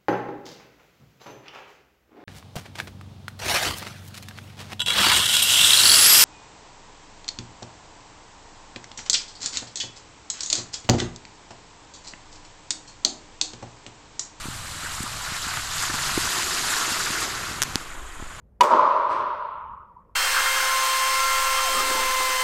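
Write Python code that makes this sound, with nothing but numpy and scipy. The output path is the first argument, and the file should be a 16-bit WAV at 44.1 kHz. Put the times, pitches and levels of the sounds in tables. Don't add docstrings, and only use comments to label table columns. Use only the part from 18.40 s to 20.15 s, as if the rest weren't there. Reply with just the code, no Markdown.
import sys
import numpy as np
from scipy import signal
from scipy.fft import irfft
from scipy.io import wavfile
from scipy.ndimage import uniform_filter1d

SR = 44100
rng = np.random.default_rng(int(sys.argv[2]) if len(sys.argv) > 2 else 0)


def master(y):
    cut = np.clip(np.atleast_2d(y).T, -1, 1)
    pcm = np.round(cut * 32767)
    wavfile.write(sys.argv[1], SR, pcm.astype(np.int16))


N = 77175
T = np.arange(N) / SR

# (frequency [Hz], relative density [dB])
VENT_SPECTRUM = [(20, 2), (45, -6), (75, -14.5), (130, -30), (250, -25), (500, -19.5), (1000, -31.5),
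                 (1600, -38.5), (3000, -52), (6000, -61.5), (15000, -68)]
# (time [s], floor level [dB], sole level [dB])
FOOTFALLS = [(.012, -45, -60), (0.777, -50.5, -41), (1.109, -52.5, -50), (1.288, -37, -52)]
# (frequency [Hz], relative density [dB], t60 [s])
FLOOR_BANDS = [(25, 8.5, .35), (60, 3.5, 0.44), (100, -8, .35), (170, -26.5, .3), (600, -39.5, .3),
               (2000, -67, .3), (8000, -78.5, .3)]
# (frequency [Hz], relative density [dB], t60 [s])
SOLE_BANDS = [(80, -16, .3), (150, -6, 0.1), (272, 3.5, .35), (464, 1, .35), (1000, -25, .4),
              (2400, -26.5, .4), (4500, -44.5, .3), (15000, -56, .3)]
# (frequency [Hz], relative level [dB], t60 [s])
POCK_PARTIALS = [(978, 0, .039), (1150, -12, .025), (550, -17, .04), (2200, -18, .026), (2590, -19, .026),
                 (2945, -18, .026), (3520, -20, .024), (3740, -19, .024), (4590, -17, .022),
                 (5900, -21, .018), (6500, -23, .018), (8650, -27, .018)]
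# (frequency [Hz], relative density [dB])
CRACK_SPECTRUM = [(150, -19.5), (300, -11), (1500, 5), (2600, 4), (4000, -6), (6500, -2.5), (9000, -12.5),
                  (13000, -15.5), (15500, -22.5)]
# (delay [s], pock gain [dB], crack gain [dB])
FIRST_REFLECTIONS = [(.01225, -7.5, -18), (.01480, -10.5, -25), (.0243, -28, -14), (.0308, -29, -19),
                     (.0405, -28, -23), (.047, -23, -29)]
# (frequency [Hz], relative density [dB], t60 [s])
THUMP_BANDS = [(90, -30, .15), (160, -14, .15), (240, 3, 0.053), (380, 8.5, .17), (600, -2.5, 0.11),
               (800, -22.5, .1), (3000, -52, .1)]
# (frequency [Hz], relative density [dB], t60 [s])
NEAR_WALL_BANDS = [(100, -40, .5), (220, -23.5, 0.24), (400, -6, .5), (605, 6.5, .6), (695, -11.5, .6),
                   (980, 14.5, .6), (1600, -12.5, 0.94), (3000, -19.5, .45), (6300, -23, .4),
                   (8500, -26, .36), (9600, -35.5, .36), (15000, -37.5, .3)]
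# (frequency [Hz], relative density [dB], t60 [s])
HALL_BANDS = [(111, -41, 1.6), (225.7, -26.5, 1.34), (376, -16, 1.48), (496, -14, 1.58), (605, -6.5, 2.347),
              (706, -15.5, 2.04), (739, -27.5, 1.5), (865, -7, 2.32), (983, 2.5, 2.33), (1140, -5.5, 2.47),
              (1339, -12, 2.47), (1647, -26.5, 2.02), (2770, -36, 2.22), (4180, -40, 1.66),
              (7500, -53, 1.05), (9900, -66.5, 0.47), (15000, -71, .9)]
# (frequency [Hz], relative density [dB], t60 [s])
FAR_END_BANDS = [(116, -31, .15), (189, 6, 0.051), (317, 4.5, 0.2), (450, -4.5, .2), (642, 9, 0.2),
                 (766, 3.5, .25), (895, 11, 0.1), (1540, -9.5, 0.083), (4000, -54.5, 0.11)]
# (frequency [Hz], relative density [dB], t60 [s])
BOUNCE_BANDS = [(101, 2, 1.3), (220, -2.5, 0.43), (400, 12, 0.84), (740, 3.5, 1.1), (1320, 16, 1.72),
                (1760, 1, 1.3), (2840, -8, 1.78), (4440, -12, 1.05), (6360, -20, 0.69), (7100, -26.5, 0.43),
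                (8100, -20.5, 0.41), (10450, -38, .5), (15000, -47, .4)]
# (frequency [Hz], density [dB/Hz])
SUPPRESSOR_THRESHOLD = [(110, -100), (260, -71), (600, -68.5), (1050, -64), (1400, -73), (1800, -88.5),
                        (3000, -94.5), (6000, -110), (15000, -120)]


def amp(db):
    return 10 ** (np.asarray(db) / 20)


def read(points, hz, column=1):
    table = np.array(points, float)
    return np.interp(np.log(hz + 1), np.log(table[:, 0] + 1), table[:, column])


def delayed(x, delay_s):
    return np.concatenate([np.zeros(round(delay_s * SR)), x])[:N]


def dying(t60):
    return np.exp(-np.log(1000) * T / t60)


def noise(spectrum):
    hz = np.fft.rfftfreq(N, 1 / SR)
    phases = np.exp(2j * np.pi * rng.random(len(hz)))
    x = irfft(amp(read(spectrum, hz)) * phases, N)
    return x / x.std()


def tail(bands, rise_s):
    frames = dict(fs=SR, nperseg=2048, noverlap=1536)
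    hz, t, spectra = signal.stft(noise(bands), **frames)
    t60 = read(bands, hz, column=2)[:, None]
    decay = amp(-60 * np.maximum(t - rise_s, 0) / t60)
    return signal.istft(spectra * decay, **frames)[1][:N] * np.minimum(T / rise_s, 1)


def ventilation():
    return amp(-39) * noise(VENT_SPECTRUM)


def steps(rise_s=.025):
    track = np.zeros(N)
    for time_s, floor_db, sole_db in FOOTFALLS:
        floor = amp(floor_db) * tail(FLOOR_BANDS, rise_s)
        sole = amp(sole_db) * tail(SOLE_BANDS, rise_s)
        track += delayed(floor + sole, time_s)
    return track


def paddle(pock_rise_s=.0016, crack_rise_s=.002, echo_cut_hz=2340):
    ring = sum(amp(db) * dying(t60) * np.sin(2 * np.pi * hz * T) for hz, db, t60 in POCK_PARTIALS)
    pock = amp(7.5) * ring * (1 - np.exp(-T / pock_rise_s))
    crack = amp(-4.5) * noise(CRACK_SPECTRUM) * dying(t60=.024) * (1 - np.exp(-T / crack_rise_s))
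    dull_pock = signal.sosfiltfilt(signal.butter(2, echo_cut_hz, fs=SR, output="sos"), pock)
    echoes = sum(delayed(amp(pock_db) * dull_pock + amp(crack_db) * crack, delay_s)
                 for delay_s, pock_db, crack_db in FIRST_REFLECTIONS)
    return pock + crack + echoes


def hall():
    thump = amp(-25.5) * tail(THUMP_BANDS, rise_s=.03)
    near_walls = amp(-17.5) * delayed(tail(NEAR_WALL_BANDS, rise_s=.016), delay_s=.014)
    far_end = amp(-21) * delayed(tail(FAR_END_BANDS, rise_s=.032), delay_s=.098)
    whole_room = amp(-13.5) * delayed(tail(HALL_BANDS, rise_s=.044), delay_s=.07)
    return thump + near_walls + far_end + whole_room


def bounce():
    return amp(-30) * tail(BOUNCE_BANDS, rise_s=.035)


def scene():
    stroke = delayed(paddle() + hall(), delay_s=.2078)
    landing = delayed(bounce(), delay_s=.683)
    return (stroke + landing + steps() + ventilation())[None]


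def overload(x, ceiling=.64, hardness=8, duck_db=7, full_duck_excess=.495, ahead_samples=130):
    clipped = x / (1 + abs(x / ceiling) ** hardness) ** (1 / hardness)
    excess = np.maximum(abs(x) - ceiling, 0)
    coming_excess = uniform_filter1d(excess, ahead_samples, origin=-(ahead_samples // 2))
    return clipped * amp(-duck_db * np.clip(coming_excess / full_duck_excess, 0, 1))


def suppress(x, depth_db=20, slope=1.9, smooth_s=.035):
    frames = dict(fs=SR, nperseg=1024, scaling="psd")
    hz, t, spectra = signal.stft(x, boundary="even", **frames)
    band_power = uniform_filter1d(2 * abs(spectra) ** 2, size=9, axis=0)
    memory = np.exp(-t[1] / smooth_s)
    smooth_power = signal.lfilter([1 - memory], [1, -memory], band_power)
    under_db = read(SUPPRESSOR_THRESHOLD, hz)[:, None] - 10 * np.log10(abs(smooth_power) + 1e-20)
    cut_db = np.clip(slope * under_db, 0, depth_db)
    return signal.istft(spectra * amp(-cut_db), **frames)[1][:N]


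def record(dry, low_cut_hz=100, high_cut_hz=15600):
    low_cut = signal.butter(2, low_cut_hz, "high", fs=SR, output="sos")
    band_limit = signal.firwin(255, high_cut_hz, window=("kaiser", 9), fs=SR)
    x = overload(dry[0])
    x = signal.sosfilt(low_cut, x - x[0])
    return signal.oaconvolve(suppress(x), band_limit, "same")[None]


dry = scene()
out = record(dry)
master(out)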